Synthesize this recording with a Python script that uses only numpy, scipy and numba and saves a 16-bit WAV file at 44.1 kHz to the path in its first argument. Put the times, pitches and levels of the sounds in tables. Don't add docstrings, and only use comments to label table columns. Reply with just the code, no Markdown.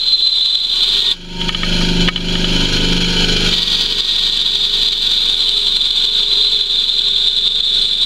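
import sys
import numpy as np
from scipy import signal
from scipy.fft import rfft, irfft, next_fast_len
from scipy.io import wavfile
from scipy.ndimage import uniform_filter1d
from numba import njit

SR = 44100
rng = np.random.default_rng(int(sys.argv[2]) if len(sys.argv) > 2 else 0)


def store_wav(level_fs):
    pcm = np.round(np.clip(np.atleast_2d(level_fs), -1, 1) * 32767)
    wavfile.write(sys.argv[1], SR, pcm.T.astype(np.int16))


N = 355005

FREE_HZ, LOADED_HZ = 25, 24
WHEEL_TURNS, TEETH = 0.445, 77.2


def undb(db):
    return 10 ** (np.asarray(db) / 20)


def level(x, db):
    return x * undb(db) / np.sqrt(np.mean(x ** 2))


def curve(table):
    s, *columns = np.transpose(table)
    return [np.interp(np.arange(N) / SR, s, c) for c in columns]


def swells(rows):
    t = np.arange(N) / SR
    return sum(h * np.exp(-(2 * (t - s) / length) ** 2) for s, length, h, *_ in rows)


def level_swells(rows):
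    return swells([(s, length, undb(db)) for s, length, db in rows])


def walk(rate):
    hold = int(SR / rate)
    steps = np.repeat(rng.standard_normal(N // hold + 1), hold)
    return 1.2 * uniform_filter1d(uniform_filter1d(steps, hold), hold)[:N]


def noise():
    return rng.standard_normal(N)


def colour(x, modes, spectrum=None):
    size = next_fast_len(N + SR // 4)
    hz = np.arange(size // 2 + 1) * SR / size + 1e-3
    power = sum(undb(2 * db) / (1 + (2 * (hz - f) / w) ** 2) ** 2 for f, w, db in modes)
    if spectrum is not None:
        f, db = np.transpose(spectrum)
        power = power + undb(2 * np.interp(np.log(hz), np.log(f), db, left=-80))
    return level(irfft(rfft(x, size) * np.sqrt(power), size)[:N], 0)


# time [s], centre [Hz], level before the carrier [dB]; fade [s]
HISS_S, HISS_HZ, HISS_DB, HISS_FADE_S = (4.55, 5.7), (14500, 8200), (-30, -9), 0.08


def falling_hiss():
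    t = np.arange(N) / SR
    on = np.clip(np.minimum(t - HISS_S[0], HISS_S[1] - t) / HISS_FADE_S, 0, 1)
    hz = np.interp(t, HISS_S, HISS_HZ)
    db = np.interp(t, HISS_S, HISS_DB)
    slow_noise = level(uniform_filter1d(uniform_filter1d(noise(), size=48), size=48), 0)
    carrier = np.sin(2 * np.pi * np.cumsum(hz) / SR)
    return on * undb(db) * slow_noise * carrier


# (multiple of the shaft turn, level over the shaft hum [dB])
FREE_HARMONICS = [(1, 0), (2, -29), (3, -19), (4, -18), (5, -13), (6, -20), (7, -4), (8, -16), (9, -18),
                  (10, -21), (11, -13), (12, -25), (13, -22), (14, -15), (15, -14), (16, -23), (17, -16),
                  (18, -18), (19, -18), (20, -24), (21, -27), (22, -25), (23, -36), (24, -32), (25, -28),
                  (26, -30), (27, -38), (28, -31), (29, -36), (30, -34), (31, -39), (32, -37), (33, -33),
                  (34, -34), (35, -32), (36, -25), (37, -21), (38, -32), (39, -36), (40, -33)]
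# (multiple of the shaft turn, level over the shaft hum [dB])
LOADED_HARMONICS = [(1, 0), (2, -25), (3, -29), (4, -30), (5, -29), (6, -31), (7, -16), (8, -20), (9, -19),
                    (10, -35), (11, -24), (12, -21), (13, -30), (14, -32), (15, -23), (16, -28), (17, -11),
                    (18, -20), (19, -17), (20, -30), (21, -30), (22, -29)]
# (time [s], length [s], change [dB], multiple of the shaft turn)
HARMONIC_SWELLS = [(0.797, .3, 8, 37), (1.115, 0.089, 7, 37), (1.42, 0.41, 11, 37), (1.799, 0.22, 6.5, 37),
                   (2.35, .15, 6.5, 37), (2.665, 0.26, 7.5, 37), (3.184, 0.22, 11, 37),
                   (6.199, 1.1, 15, 39), (7.7, 1.2, -17, 37), (1.6, 2.5, -8, 18), (3.107, 0.66, 6.5, 18),
                   (6.4, 0.82, 6, 18)]
HARMONIC_OFFSETS = {37: -6, 39: 0, 18: -3}
# (time [s], length [s], change [dB])
MOTOR_DIP = [(1.25, 0.29, -3)]


def motor(turns, load):
    hum = np.sin(2 * np.pi * turns)
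    loaded = dict(LOADED_HARMONICS)
    swell_db = {}
    for centre, offset_db in HARMONIC_OFFSETS.items():
        rows = [row for row in HARMONIC_SWELLS if round(row[3]) == centre]
        swell_db[centre] = offset_db + swells(rows)
    for k, free_db in FREE_HARMONICS[1:]:
        loaded_db = loaded.get(k, free_db - 5.0)
        wander_db = (1.6 + 0.088 * k) * (1 - 0.16 * load) * walk(6)
        heard_db = free_db + load * (loaded_db - free_db) + wander_db
        heard_db += sum(db for centre, db in swell_db.items() if abs(k - centre) < 2)
        phase = 2 * np.pi * (k * turns + rng.random()) + 0.25 * walk(5)
        hum += undb(heard_db) * np.sin(phase)
    return np.sqrt(2) * hum * undb(swells(MOTOR_DIP))


# (frequency [Hz], relative level per Hz [dB])
GUIDE_SPECTRUM = [(40, -21), (200, -17.5), (450, -21), (750, -33.5), (1100, -30.5), (1900, -25),
                  (2600, -17.5), (3600, -17.5), (5000, -23), (6500, -33), (7800, -37), (15600, -53.5)]
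# (frequency [Hz], width [Hz], relative level [dB])
FRAME_MODES = [(1301, 110, -20.5), (1474.3, 110, -12.5), (1629, 100, -14), (2381, 160, -11),
               (2592, 59, -14), (2802, 85, -11), (3033, 36, 2), (3145, 140, -7.5), (3298, 77, -1.5),
               (3460, 79, -25), (4030, 170, -10.5), (4160, 40, -4), (4295, 130, -9), (4745, 150, -13.5),
               (5160, 87, -21.5), (5610, 160, -19), (6154, 170, -23.5), (6520, 120, -24),
               (6600, 160, -21.5), (7036, 120, -19.5), (9760, 140, -31.5), (10210, 330, -35)]
# (time [s], length [s], change [dB])
RATTLE_CHANGES = [(.9, 0.48, 3), (1.25, 0.28, -5.5), (2.0, 1.9, -4), (7.5, 2.4, 2.5)]


def rattle(turns, load):
    size = undb(2.0 * rng.standard_normal(N // 1000))[turns.astype(int)]
    shaft_slap = 1.2 * size * np.exp(-(turns % 1) / 0.52)
    wheel_slap = 0.56 * np.exp(-(WHEEL_TURNS * turns % 1) / 0.63)
    slapped = noise() * (1 + shaft_slap + wheel_slap) * undb(1.22 * walk(9))
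    free_rattle = level(colour(slapped, FRAME_MODES, GUIDE_SPECTRUM), 3)
    return free_rattle * undb(-5.0 * load ** 2.2 + swells(RATTLE_CHANGES))


# (time [s], dull wood level [dB], ring of the table level [dB])
BLOWS = [(1.414, -5, 11), (1.492, 11.5, 13.5), (1.547, 5.5, 14), (1.632, 9.5, 7), (1.811, -3, -9),
         (2.077, -6.5, 8.5), (2.085, 14.5, 9), (2.087, 12, 4), (2.089, 17.5, 11), (2.16, -9, 17),
         (2.177, -3, 8), (2.354, 0, 8.5), (2.444, -8.5, 9)]
# (frequency [Hz], relative level [dB], 60 dB decay time [s])
WOOD_MODES = [(1263, -2.5, 0.048), (1830, -3.5, 0.047), (2260, -4.5, 0.065), (2648, -9, 0.045)]
# (frequency [Hz], relative level [dB], 60 dB decay time [s])
RING_MODES = [(3034, 4.5, 0.032), (3340, 0.5, 0.033), (4059, -12.5, 0.11)]
# (frequency [Hz], width [Hz], relative level [dB])
CRACK_BAND = [(2400, 2200, 0)]


def knocks():
    out = np.zeros(N)
    t = np.arange(SR // 6) / SR
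    onset = 1 - np.exp(-t / 0.0003)
    grit = colour(noise(), CRACK_BAND)
    for s, wood_db, ring_db in BLOWS:
        start = int(s * SR)
        place = slice(start, start + len(t))
        out[place] += 0.32 * undb(max(wood_db, ring_db)) * grit[place] * np.exp(-t / 0.0059) * onset
        for blow_db, modes in ((wood_db, WOOD_MODES), (ring_db, RING_MODES)):
            for f, db, t60 in modes:
                out[place] += undb(blow_db + db - 60 * t / t60) * np.sin(2 * np.pi * f * t) * onset
    return out


# (time [s], screech over the shaft hum [dB], squeal over the screech [dB], squeal [Hz])
CUT_COURSE = [(0.0, 15, 5, 4096), (0.3, 21, 4.5, 4060), (0.5, 23.5, 0.5, 4048), (0.75, 15.5, -3, 4054),
              (1.0, 15, -5.5, 4081), (1.12, 17.5, -21, 4080), (1.17, -24, -20, 4154),
              (3.44, -15.5, -20, 4045), (3.55, 6.5, -23.5, 4045), (3.9, 6.5, -20, 3970),
              (4.1, 13.5, -9, 4042), (4.5, 14, -15, 4051), (5.3, 15.5, -11, 4050), (6.1, 16.5, -7, 4038),
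              (6.5, 18, -4.5, 4042), (7.3, 18, -9, 4021), (8.05, 17.5, -16, 4050)]
# (frequency [Hz], width [Hz], relative level [dB])
BLADE_MODES = [(3410, 50, -7), (3490, 90, -1), (3580, 50, -4), (3650, 50, 1), (3720, 50, -4),
               (3800, 70, -4), (3943, 40, -3), (4150, 130, -9)]
# (frequency [Hz], relative level per Hz [dB])
SCRAPE_SPECTRUM = [(300, -26.5), (590, -41), (960, -31), (2000, -34.5), (2850, -22), (3400, -15),
                   (4150, -15), (4600, -32.5), (5200, -31), (7000, -34), (9000, -44), (15600, -48.5)]
# (frequency [Hz], width [Hz], relative level [dB])
BLANK_MODES = [(702, 35, -29.5), (782, 25, -25.5), (956, 77, -25.5), (1111.5, 36, -22.5), (1291, 55, -28),
               (1480, 88, -26), (1694, 24, -43), (2214, 59, -22), (2333, 110, -23.5), (2530, 68, -21.5),
               (2700, 88, -24.5), (3037, 100, -9.5), (3190, 76, -11.5), (3301, 48, -4.5), (4259, 42, -11.5),
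               (4428, 30, -13), (4616, 150, -14), (4830, 60, -16), (5987, 44, -29.5)]
# (time [s], length [s], change [dB])
SCRAPE_CHANGES = [(.1, 0.37, 2), (.9, 0.61, 3), (4.6, 0.78, -0.5), (7.6, 1.363, -4)]
# (frequency [Hz], width [Hz], relative level [dB])
TREBLE_MODES = [(7650, 220, 0), (7520, 60, -3), (8000, 1500, -12)]
# (time [s], length [s], change [dB])
TREBLE_CHANGES = [(.4, 1.8, 1), (5.0, 1.6, 1.5)]
# (frequency [Hz], width [Hz], relative level [dB])
EDGE_MODES = [(4709, 300, 0), (4290, 98, -2), (6050, 150, -14), (9960, 180, -30)]
# (time [s], length [s], level over the screech [dB])
EDGE_TIMES = [(3.745, 0.77, -9), (4.7, 1.07, -19)]
# (frequency [Hz], width [Hz], relative level [dB])
WHISTLE_MODES = [(8557, 51, 0)]
# (time [s], length [s], level over the screech [dB])
WHISTLE_TIMES = [(.9, 0.37, -31.5), (5.75, 0.39, -32), (7.95, 0.51, -32)]
# (frequency [Hz], width [Hz], relative level [dB])
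TABLE_MODES = [(407, 43, 0)]
# (time [s], length [s], change [dB])
DRONE_CHANGES = [(1.0, .5, 17), (3.9, 0.56, 21), (6.4, 0.76, 8)]
SCRAPE_DB, SCRAPE_LAG, FULL_CUT_DB = -9.5, 0.92, 18.5
TREBLE_DB, DRONE_DB = -30.5, -40.5
TOOTH_DB, TOOTH_LOADED_DB, TOOTH_KNEE = -18.5, -20, 3.8


def cut(turns, load):
    screech_db, squeal_db, squeal_hz = curve(CUT_COURSE)
    weaker_db = np.clip(FULL_CUT_DB - screech_db, 0, 14)
    scrape_db = SCRAPE_DB + SCRAPE_LAG * weaker_db + swells(SCRAPE_CHANGES)
    treble_db = TREBLE_DB + swells(TREBLE_CHANGES)
    drone_db = DRONE_DB + swells(DRONE_CHANGES)
    tooth_db = TOOTH_DB + TOOTH_LOADED_DB * load ** TOOTH_KNEE

    wheel = 2 * np.pi * WHEEL_TURNS * turns
    bite_db = 1.2 * np.cos(wheel) + 1.0 * np.cos(2 * wheel + 1.2) + 0.75 * np.cos(4 * wheel + 1.9)
    bite_db += 0.8 * walk(25)
    chips = noise() * undb(bite_db + 1.7 * walk(300))
    tooth = np.sqrt(2) * np.sin(2 * np.pi * TEETH * turns + 0.83 * walk(30))
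    squeal = np.sqrt(2) * np.sin(2 * np.pi * np.cumsum(squeal_hz) / SR + 1.0 * walk(80))

    ringing = colour(chips, BLADE_MODES)
    ringing += undb(squeal_db + bite_db + 3.8 * walk(90)) * squeal
    scraping = undb(scrape_db) * colour(chips, BLANK_MODES, SCRAPE_SPECTRUM)
    scraping += undb(treble_db) * colour(chips, TREBLE_MODES)
    scraping += level_swells(EDGE_TIMES) * colour(chips, EDGE_MODES)
    faint = level_swells(WHISTLE_TIMES) * colour(chips, WHISTLE_MODES)
    faint += undb(drone_db) * colour(chips, TABLE_MODES)
    faint += undb(tooth_db + bite_db) * tooth
    return undb(screech_db) * (ringing + scraping + faint)


# (time [s], turns per second [Hz])
SHAFT_SPEED = [(0, 24.02), (.45, 23.95), (.65, 23.85), (.95, 24.2), (1.13, 24.4), (1.2, 25), (3.46, 25),
               (3.6, 24.75), (3.8, 24.45), (4.2, 24.22), (5.1, 24.12), (6, 23.96), (6.8, 23.82),
               (8.05, 23.93)]


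def scene():
    shaft_hz = curve(SHAFT_SPEED)[0]
    turns = np.cumsum(shaft_hz) / SR
    load = np.clip((FREE_HZ - shaft_hz) / (FREE_HZ - LOADED_HZ), 0, 1)
    background = falling_hiss() + motor(turns, load) + rattle(turns, load)
    return (background + knocks() + cut(turns, load))[None]


@njit
def peak_follower(x, start, over, attack, hold, release):
    out, envelope, goal, wait = np.empty(len(x)), start, start, 0.
    for i in range(len(x)):
        if abs(x[i]) > goal:
            goal, wait = over * abs(x[i]), hold
        elif wait > 0:
            wait -= 1.
        else:
            goal *= release
        envelope += attack * (goal - envelope)
        out[i] = envelope
    return out


TOP_DB, OVERSHOOT_DB, TOP_HZ = -2.5, 2.5, 15730
ATTACK_S, HOLD_S, RELEASE_DB_PER_S = 0.001, 0.008, 42


def record(dry):
    start = np.abs(dry[0, :SR // 5]).max()
    over = float(undb(OVERSHOOT_DB))
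    release = float(undb(-RELEASE_DB_PER_S / SR))
    peak = peak_follower(dry[0], start, over, 1 / (ATTACK_S * SR), HOLD_S * SR, release)
    held = np.clip(dry * undb(TOP_DB) / peak, -1, 1)
    low_pass = signal.ellip(12, 0.2, 90, TOP_HZ, fs=SR, output="sos")
    return signal.sosfilt(low_pass, held)


dry = scene()
out = record(dry)
store_wav(out)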